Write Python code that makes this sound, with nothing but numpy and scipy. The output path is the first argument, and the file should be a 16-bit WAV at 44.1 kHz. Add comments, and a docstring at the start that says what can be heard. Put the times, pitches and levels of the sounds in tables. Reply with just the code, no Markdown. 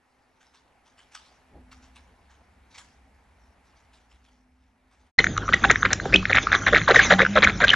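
"""Kitten lapping milk

Faint rustles in a quiet room; then, after a very short silence, a kitten laps milk close by from a metal bowl.
Each tongue stroke layers a wet crackle of tiny bubbles, gliding gulps, a run of snapping films and a low noise push.
Single pops stand out, longer bubbles chirp or linger, round plops ring at one pitch and the lips smack in noise.
Filtered noise and wavering sines make the rumble, hums and thin hiss below; one slurp of noise runs across the laps.
The quiet room is faint coloured noise and a far hum, with grainy bursts for the rustles and one dull bump."""
import sys
import numpy as np
from scipy import signal
from scipy.fft import rfft, irfft, next_fast_len
from scipy.io import wavfile
from scipy.ndimage import uniform_filter1d, minimum_filter1d

SR = 44100
rng = np.random.default_rng(int(sys.argv[2]) if len(sys.argv) > 2 else 0)


def dump(signal):
    """Clip the signal to [-1, 1] and save it as 16-bit WAV at the path in sys.argv[1]."""
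    limited = np.clip(np.atleast_2d(signal).T, -1, 1)
    pcm = np.round(limited * 32767).astype(np.int16)
    wavfile.write(sys.argv[1], SR, pcm)


N = 341775
TIME = np.arange(N) / SR  # seconds


# Tongue strokes, shared by every layer of a lap.
# Each row: start in seconds, end in seconds, relative crackle level in dB, relative gulp level in dB.
STROKES = [(5.185, 5.206, -18.5, -28), (5.486, 5.503, -31, -33), (5.533, 5.547, -18.5, -31.5),
           (5.64, 5.656, -15, -19.5), (5.697, 5.716, -13.5, -22.5), (5.849, 5.862, -18, -31),
           (5.902, 5.94, -26.5, -36), (6.052, 6.062, -33, -24.5), (6.131, 6.163, -26, -29.5),
           (6.295, 6.318, -22, -29.5), (6.344, 6.388, -15, -31.5), (6.514, 6.562, -18.5, -33.5),
           (6.662, 6.694, -17.5, -30.5), (6.725, 6.746, -24, -20), (6.751, 6.785, -14.5, -31),
           (6.879, 6.921, -14.5, -17.5), (6.941, 6.976, -16, -23.5), (6.981, 7.021, -17.5, -38.5),
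           (7.102, 7.14, -14.5, -18.5), (7.185, 7.235, -19.5, -23.5), (7.353, 7.39, -16, -19),
           (7.421, 7.452, -14.5, -30), (7.472, 7.505, -21, -36.5), (7.601, 7.656, -19.5, -27.5),
           (7.668, 7.747, -22.5, -39)]
# Colour of the crackle. Each row: frequency in Hz, relative density in dB.
CRACKLE_COLOUR = [(950, -16.5), (1250, -8.5), (2050, -5), (2850, -11.5), (3800, -2), (4700, -17.5),
                  (6500, -15)]


def crackle(release_s=0.004, fine_db=-6):
    """Tiny bubbles burst all along each stroke."""
    out = np.zeros(N)
    for start, end, wet_db, _ in STROKES:
        duration = end - start
        t = np.arange(0, duration + 10 * release_s, 1 / SR)
        attack = 1 - np.exp(-2 * t / release_s)
        fade = np.exp(-np.maximum(t - duration + release_s / 2, 0) / release_s)
        bursts = grains(len(t), per_s=1200, low_hz=1052, high_hz=6760, cycles=5.5, spread_db=10.5)
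        fizz = unit(colour(bursts, CRACKLE_COLOUR))
        add(out, start, amp(wet_db + fine_db) * attack * fade * fizz)
    return out


def films(gap_s=0.0052, over_crackle_db=2, spread_db=5.5, spread_octaves=0.22,
          closing_octaves=0.21, cycles=2.9, arch_db=5):
    """The tongue peels off the milk in an uneven run of breaking films; each rings the closing mouth."""
    out = np.zeros(N)
    chances = rng.uniform(-1.003, 1, size=(len(STROKES), 30, 5))
    for (start, end, wet_db, gulp_db), run in zip(STROKES, chances):
        for k, (late, size, pitch, phase, bend) in enumerate(run):
            s = start + gap_s * (k + 0.5 + late / 2)
            if s < end:
                progress = (s - start) / (end - start)
                pull_db = arch_db * np.sin(np.pi * progress)  # the tongue pulls hardest in mid-stroke
                octaves = closing_octaves * (progress - 0.5) + spread_octaves * pitch
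                hz = mouth_hz(wet_db, gulp_db) * 2 ** octaves
                db = wet_db + pull_db + over_crackle_db + spread_db * size
                add(out, *pop(s, db, hz, phase, bend, cycles))
    return out


def mouth_hz(wet_db, gulp_db, equal_hz=1542, octaves_per_db=0.022):
    """The deeper the tongue dips, the hollower the stroke: a louder gulp against the crackle lowers the pitch."""
    return equal_hz * 2 ** (octaves_per_db * (wet_db - gulp_db))


def gulps(hz=640, octaves=0.54, cycles=3.5, sag=0.08, gap_s=0.005, over_db=5.8):
    """The hollow under the tongue rings in low, falling glugs, deeper as the tongue lifts."""
    out = np.zeros(N)
    chances = rng.uniform(-1, 1, size=(len(STROKES), 30, 3))
    for (start, end, _, gulp_db), run in zip(STROKES, chances):
        for s, (late, pitch, phase) in zip(np.arange(start + gap_s, end, gap_s), run):
            lift = (s - start) / (end - start) - 0.5
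            glug = blip(hz * 2 ** (octaves * (pitch - lift)), cycles, -sag, phase)
            add(out, *centred(s + late * gap_s / 2, amp(gulp_db + over_db) * glug))
    return out


# Single pops of milk that stand out. Each row: time in seconds, level in dB, pitch in Hz.
POPS = [(5.2434, -3.5, 1820), (5.2694, -7.5, 1750), (5.527, -11, 1450), (5.5348, -4, 3310),
        (5.6419, 1.5, 1490), (5.703, 2, 1900), (5.706, 0, 1557), (5.759, -5.5, 1800), (5.8309, -4, 1500),
        (5.852, -4.5, 1580), (5.8634, -10, 1530), (5.9326, -6.5, 1610), (6.0007, -16, 1660),
        (6.132, -7, 1950), (6.255, -6.5, 1950), (6.3314, -1.5, 2130), (6.3712, 2, 2050), (6.383, -4, 1437),
        (6.5303, -3, 1664), (6.5512, -3, 1570), (6.6697, -7, 1760), (6.7332, -3, 1555), (6.7489, 3, 2050),
        (6.763, 1, 1740), (6.817, -11.5, 1890), (6.88, -4, 1310), (6.904, -4.5, 1420), (6.947, -5.5, 1510),
        (7.108, -3.5, 1700), (7.1243, -0.5, 1630), (7.1945, -2, 1650), (7.2042, 0, 1510),
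        (7.219, -0.5, 2000), (7.374, -2.5, 1285), (7.429, -4.5, 2120), (7.437, -1, 1720), (7.474, 4, 1600),
        (7.6823, -2.5, 3370), (7.693, 1.5, 3210)]


def pops(cycles=2.55, shred_db=-13, shred_s=0.006, shred_octaves=0.33):
    """Each single film tears with three weaker shreds scattered just before and after it."""
    out = np.zeros(N)
    chances = rng.uniform(-1, 1, size=(len(POPS), 4, 4))
    for (s, db, hz), (main, *shreds) in zip(POPS, chances):
        add(out, *pop(s, db, hz, *main[:2], cycles))
        for late, pitch, phase, bend in shreds:
            shred_hz = hz * 2 ** (shred_octaves * pitch)
            add(out, *pop(s + shred_s * late, db + shred_db, shred_hz, phase, bend, cycles))
    return out


def pop(s, db, hz, phase, bend, cycles, glide=0.1, overtone_db=-17, overtone_hz=3550):
    """A film snaps in a few cycles centred at s and touches the upper mouth resonance; gives (start, sound)."""
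    life = cycles * (1 + bend ** 2 / 2)  # the longer pops glide further
    body = blip(hz, life, glide * bend, phase)
    overtone = amp(overtone_db) * blip(overtone_hz, life * overtone_hz / hz, glide * bend, bend)
    return centred(s, amp(db) * (body + overtone))


# Bubbles that ring on. Each row: start in seconds, level in dB, first pitch in Hz, last pitch in Hz.
BUBBLES = [(5.1874, -3, 1960, 2087), (5.188, -8, 4060, 4190), (5.537, -6.5, 2073, 1845),
           (6.14, -0.5, 2400, 2620), (6.1585, -8, 2500, 4000), (6.959, -3.5, 2066, 1630),
           (6.992, -3, 1900, 1520), (7.446, -7, 2390, 1945), (7.64, -5, 1642, 1560),
           (7.7019, -4, 2956, 3300), (7.733, -7, 1815, 1484)]


def bubbles(cycles=17.5, rough=0.35, waver=0.03, overtone_db=-24, edge_s=0.00053, sag_db=3,
            ring_db=-24, ring_s=0.031):
    """A pocket of air rings between tongue and milk, gliding as it changes size; its last pitch lingers."""
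    out = np.zeros(N)
    t = TIME[:SR // 5] - 4 * edge_s  # leaves room for the soft onset
    for s, db, first_hz, last_hz in BUBBLES:
        length = 2 * cycles / (first_hz + last_hz)
        flutter = unit(uniform_filter1d(rng.standard_normal(len(t)), size=60))
        wobble = unit(uniform_filter1d(rng.standard_normal(len(t)), size=60))
        hz = np.interp(t, [0, length], [first_hz, last_hz]) * (1 + waver * wobble)
        phase = 2 * np.pi * (np.cumsum(hz) / SR + rng.random())
        onset = (1 + np.tanh(t / edge_s)) / 2
        held = (1 - np.tanh((t - length) / (2 * edge_s))) / 2 * amp(-sag_db * t / length)
        lingering = amp(ring_db + db) * np.exp(-t / ring_s)  # level counts twice: strong bubbles linger most
        shape = amp(db) * onset * (held + lingering) * (1 + rough * flutter)
        add(out, s + t[0], shape * (np.sin(phase) + amp(overtone_db) * np.sin(2 * phase)))
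    return out


# Round plops as the tongue dips in. Each row: time in seconds, level in dB, pitch in Hz.
PLOPS = [(5.368, -18, 1290), (5.3805, -10, 1303), (5.482, -17, 1270), (5.491, -9.5, 1284),
         (6.23, -24, 1160), (6.4718, -9.5, 1302), (7.252, -8.5, 1540), (7.265, -7.5, 1480)]


def plops(cycles=5.2, rise=0.034, snap_db=-5, snap_cycles=1.3, snap_ratio=1.35):
    """A larger pocket of air closes with a small wet snap and rings briefly, rising a little."""
    out = np.zeros(N)
    for (s, db, hz), (phase, snap_phase, bend) in zip(PLOPS, rng.random((len(PLOPS), 3))):
        add(out, *centred(s, amp(db) * blip(hz, cycles, rise, phase)))
        add(out, *pop(s - 1 / hz, db + snap_db, hz * snap_ratio, snap_phase, bend, snap_cycles))
    return out


# Sharp smacks of the lips. Each row: time in seconds, level in dB.
SMACKS = [(5.243, -20.5), (5.3774, -23), (5.543, -22), (5.7133, -14), (5.932, -7.5), (7.444, -17.5)]
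# Colour of the smacks. Each row: frequency in Hz, relative density in dB.
SMACK_COLOUR = [(1000, -14.5), (3700, -5), (4800, -16.5), (6600, 0), (7600, -15.5)]


def smacks(width_s=0.0018):
    """Very short bright bursts of noise as the lips part."""
    bursts = sum(amp(db) * swell(s, width_s) for s, db in SMACKS)
    return bursts * noise(SMACK_COLOUR)


# Milk sucked through the lips. Each row: time in seconds, level in dB.
SLURP = [(6.9, -42), (6.97, -25), (7.05, -21.5), (7.11, -28), (7.2, -42)]


def wet_mouth(under_crackle_db=-19, linger_s=0.036):
    """Tiny droplets burst around the end of each stroke; the slurp fizzes as patchy noise."""
    bursts = grains(N, per_s=400, low_hz=930, high_hz=3600, cycles=6, spread_db=9)
    droplets = unit(colour(bursts, CRACKLE_COLOUR))
    wetness = sum(amp(wet_db + under_crackle_db) * swell(end, linger_s, steep=1) for _, end, wet_db, _ in STROKES)
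    return wetness * droplets + level(SLURP) * patchy(noise(HISS_COLOUR), depth_db=6)


# Colour of the low push. Each row: frequency in Hz, relative density in dB.
PUSH_COLOUR = [(30, -8), (65, 3), (300, 2), (900, -28.5)]


def pushes(push_db=-19, width_s=0.045, lag_s=0.015):
    """Every stroke gives a soft low push of noise that grows, in dB, half as much as its gulp."""
    strength = sum(amp(push_db + gulp_db / 2) * swell(start + lag_s, width_s, steep=2.8)
                   for start, _, _, gulp_db in STROKES)
    return strength * noise(PUSH_COLOUR)


# Modes of the metal bowl, damped by the milk. Each row: frequency in Hz, relative level in dB.
BOWL = [(795, -25), (2540, -32)]


def bowl(x, t60=0.16):
    """Each click sets the bowl ringing faintly, as decaying sines convolved with the sound."""
    t = TIME[:SR // 2]
    ring = sum(amp(db - 60 * t / t60) * np.sin(2 * np.pi * hz * t) for hz, db in BOWL)
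    return signal.fftconvolve(x, ring / 20)[:N]


def at_the_bowl(from_s=5.18, edge_hz=7500, room_db=-18, width_db=-34, bright_width_db=-10):
    """The lapping with the ring of the bowl and the room behind it, nearly mono and without top treble."""
    laps = pops() + plops() + gulps() + films() + bubbles() + crackle() + smacks() + wet_mouth()
    laps = laps + bowl(laps)
    laps = laps + amp(room_db) * reflections(laps, t60=0.22)[0]
    fade_in = np.clip((TIME - from_s) / 0.0017, 0, 1) ** 2
    near = (laps + pushes() + near_floor()) * fade_in
    # the ears differ mostly in the treble, which the gradient brings out
    spread = amp(width_db) * near + amp(bright_width_db) * np.gradient(near)
    side = reflections(spread, t60=0.0032)[0]
    return limit(low_pass(np.array([near + side, near - side]), edge_hz))


# Colours of the rumble and the hiss near the bowl. Each row: frequency in Hz, relative density in dB.
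RUMBLE_COLOUR = [(20, -33), (48, -3.5), (220, -9.5), (900, -26), (2000, -71)]
HISS_COLOUR = [(900, -6), (1500, 3.5), (2900, -9), (3700, -6.5), (4700, -13.5), (6700, -4.5), (7600, -34.5)]
# Hiss round the bowl. Each row: time in seconds, level in dB.
HISS_LEVEL = [(5.2, -39), (5.32, -55.5), (6.05, -49.5), (6.42, -35.5), (7.56, -53), (7.7, -40)]
# Swells of a low, unsteady hum. Each row: time in seconds, level in dB, width in seconds, pitch in Hz.
HUM_SWELLS = [(6.165, -22, 0.05, 194), (6.158, -22, 0.019, 315), (6.148, -22, 0.021, 388),
              (7.16, -18, .08, 191), (7.35, -26, 0.12, 204)]
# Mains hum near the bowl. Each row: frequency in Hz, level in dB.
MAINS = [(50, -39.5), (100, -38.5)]


def near_floor(rumble_db=-34.5, flutter_db=2.8):
    """Noise rumble, swelling and steady hums and a wavering noise hiss round the bowl."""
    hiss = level(HISS_LEVEL) * amp(flutter_db * drift(size=900)) * patchy(noise(HISS_COLOUR), depth_db=7)
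    swelling = sum(amp(db) * swell(s, width) * hum(hz, waver_hz=5) for s, db, width, hz in HUM_SWELLS)
    swelling = swelling * amp(2.6 * drift(size=1200))
    mains = sum(amp(db) * hum(hz, waver_hz=1.58) for hz, db in MAINS)
    rumble = amp(rumble_db) * patchy(noise(RUMBLE_COLOUR), depth_db=3.5)
    return rumble + hiss + swelling + mains


def hum(hz, waver_hz):
    """A low sine whose pitch wanders slightly."""
    return np.sin(2 * np.pi * np.cumsum(hz + waver_hz * drift(size=1500)) / SR)


# Rustles in the quiet room. Each row: time in seconds, level in dB.
RUSTLES = [(0.411, -59.5), (0.546, -60.5), (0.86, -63), (0.983, -56), (1.123, -55), (1.15, -43),
           (1.26, -63), (1.72, -53), (1.83, -63), (1.96, -51.5), (2.306, -62.5), (2.71, -62), (2.751, -49),
           (2.783, -45), (3.65, -68), (3.77, -67), (3.938, -59.5), (4.108, -66), (4.25, -68.5), (4.92, -69)]
# Colour of the rustles. 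Each row: frequency in Hz, relative density in dB.
RUSTLE_COLOUR = [(400, -32), (850, 4), (5800, -0.5), (10500, -17.5), (13000, -24)]


def rustles(brisk_s=0.014, brisk_db=-38, doubling_db=15, grain_db=2.5, stir_db=-83, tail_db=-15, tail_s=0.072):
    """Grainy brushes of cloth start briskly and settle softly over a faint stirring; softer ones are slower."""
    brushes = np.zeros(N)
    for s, db in RUSTLES:
        width = brisk_s * 2 ** ((brisk_db - db) / doubling_db)
        brushes += amp(db) * (swell(s, width, steep=6.8) + amp(tail_db) * swell(s, tail_s, steep=20))
    stir = amp(stir_db + 3.5 * drift(size=5000))
    cloth = patchy(amp(grain_db * drift(size=150)) * noise(RUSTLE_COLOUR), depth_db=4)
    return (brushes + stir) * cloth


# Colour of the dull bump. Each row: frequency in Hz, relative density in dB.
THUD_COLOUR = [(20, -7), (45, 2), (850, -8), (1500, -50)]


def bump(s=1.55, thud_db=-49, boom_db=-52, boom_s=0.47):
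    """One dull bump of noise, and the low boom that it leaves in the room."""
    since = np.maximum(TIME - s, 0)
    boom_shape = (1 - np.exp(-since / 0.008)) * np.exp(-since / boom_s)
    boom = amp(boom_db) * boom_shape * noise(QUIET_RUMBLE_COLOUR)
    return amp(thud_db) * swell(s, width=0.046) * noise(THUD_COLOUR) + boom


# Colours of the rumble and air in the quiet room. Each row: frequency in Hz, relative density in dB.
QUIET_RUMBLE_COLOUR = [(20, -27), (65, 9.5), (130, -16.5), (260, -6.5), (340, -27), (800, -67)]
QUIET_AIR_COLOUR = [(600, -3), (820, 2.5), (1100, -4.5), (2200, -6), (3300, -17), (7000, -24.5)]
# Air, rumble and faint far hum in the quiet room. Each row: time in seconds, level in dB.
AIR_LEVEL = [(0, -69), (1.5, -64), (3.9, -65.5), (4.6, -73), (5.1, -68)]
QUIET_RUMBLE_LEVEL = [(0, -80.5), (1.4, -68), (2.7, -60), (5.1, -66.5)]
FAR_HUM_LEVEL = [(1.4, -77), (1.6, -54.5), (2.2, -80), (4.0, -79), (4.4, -64.5), (5.1, -76.5)]


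def quiet_room(until_s=5.115, edge_hz=11800, far_hum_hz=255, wet_db=-11, side_db=-4):
    """Faint noise air, rumble and a sine hum, with soft rustles and one dull bump, a little to the left."""
    rustle = rustles()
    shared_air = patchy(noise(QUIET_AIR_COLOUR), depth_db=1.5)
    side_air = amp(side_db) * np.array([noise(QUIET_AIR_COLOUR), noise(QUIET_AIR_COLOUR)])
    air = level(AIR_LEVEL) * (shared_air + side_air)
    rumble = level(QUIET_RUMBLE_LEVEL) * noise(QUIET_RUMBLE_COLOUR)
    far_hum = level(FAR_HUM_LEVEL) * hum(far_hum_hz, waver_hz=2.26)
    tail = amp(wet_db) * reflections(rustle, t60=0.54)
    left, right = rustle + tail + air + rumble + far_hum + bump()
    room = np.array([left, np.roll(right, 1)])  # the right ear hears it one sample later
    return low_pass(room, edge_hz) * np.clip((until_s - TIME) / 0.038, 0, 1)


def blip(hz, cycles, glide, phase):
    """A few gliding cycles under a bell-shaped swell, centred in its own length."""
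    u = np.arange(-np.pi, np.pi, np.pi * hz / (cycles * SR))
    bell = np.exp(-u ** 2 / 2) - np.exp(-np.pi ** 2 / 2)  # reaches zero at both ends
    return bell * np.sin(2 * cycles * (u + glide * u ** 2 / 2) + 2 * np.pi * phase)


def grains(size, per_s, low_hz, high_hz, cycles, spread_db):
    """A random run of tiny bubbles, each with its own pitch, length and glide."""
    out = np.zeros(size)
    count = int(per_s * size / SR) + 1
    for when, pitch, life, bend, phase, height in rng.random((count, 6)):
        hz = low_hz * (high_hz / low_hz) ** pitch
        sound = blip(hz, cycles * 2 ** (2 * life - 1), (bend - 0.5) / 10, phase)
        add(out, *centred(when * size / SR, amp(spread_db * height) * sound))
    return out


def centred(s, sound):
    """Gives (start, sound) with the middle of the sound at s."""
    return s - len(sound) / SR / 2, sound


def add(mix, s, sound):
    """Adds a sound into the mix from time s."""
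    part = mix[max(round(s * SR), 0):][:len(sound)]
    part += sound[:len(part)]


def swell(s, width, steep=2):
    """A cusp in time that peaks at 1 at s; the rise is steep times as fast as the fall."""
    distance = np.maximum(TIME - s, steep * (s - TIME))
    return np.exp(-np.minimum(distance / width, 20))


def level(rows):
    """Gain over time from a curve of (s, dB)."""
    return amp(np.interp(TIME, *np.transpose(rows)))


def amp(db):
    """Decibels to gain."""
    return 10 ** (np.asarray(db) / 20)


def unit(x):
    """Scales to rms 1."""
    return x / np.sqrt(np.mean(x ** 2) + 1e-20)


def drift(size):
    """Random wander of rms 1, smoothed over size samples."""
    return unit(uniform_filter1d(rng.standard_normal(N), size=size))


def noise(points):
    """Steady coloured noise of rms 1."""
    return unit(colour(rng.standard_normal(N), points))


def colour(x, points):
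    """Filters by a spectrum drawn over log frequency, scaled to unit power gain."""
    hz, db = np.transpose(points)
    size = next_fast_len(len(x) + 2048)
    bins_hz = np.fft.rfftfreq(size, 1 / SR)
    gain = amp(np.interp(np.log(bins_hz + 1), np.log(hz), db))
    return irfft(rfft(x, size) * unit(gain), size)[:len(x)]


def patchy(x, depth_db):
    """Makes a noise uneven with random patches in time and frequency; rms 1."""
    z = signal.stft(x, nperseg=512)[2]
    field = uniform_filter1d(rng.standard_normal(z.shape), size=9, axis=0)
    field = unit(uniform_filter1d(field, size=8, axis=1))
    return unit(signal.istft(z * amp(depth_db * field), nperseg=512)[1][:N])


def reflections(x, t60):
    """Two independent diffuse tails of decaying noise, one a channel."""
    t = TIME[:SR // 2]
    tails = rng.standard_normal((2, len(t))) * amp(-60 * t / t60) * (1 - np.exp(-t / 0.003))
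    return signal.fftconvolve(x[None], tails / np.linalg.norm(tails[0]), axes=1)[:, :N]


def low_pass(x, hz):
    """Steep band limit on both channels."""
    taps = signal.firwin(301, hz, window=("kaiser", 8), fs=SR)
    return signal.oaconvolve(x, taps[None], "same")


def limit(x, ceiling=0.93):
    """A fast limiter turns the loudest pops down to the ceiling, both channels together."""
    gain = ceiling / np.maximum(abs(x).max(0), ceiling)
    return x * uniform_filter1d(minimum_filter1d(gain, size=60), size=60)


def scene():
    """First the quiet room, then the kitten."""
    return quiet_room() + at_the_bowl()


def record(dry, edge_hz=15700):
    """A steep overall limit to the treble."""
    return low_pass(dry, edge_hz)


dry = scene()
out = record(dry)
dump(out)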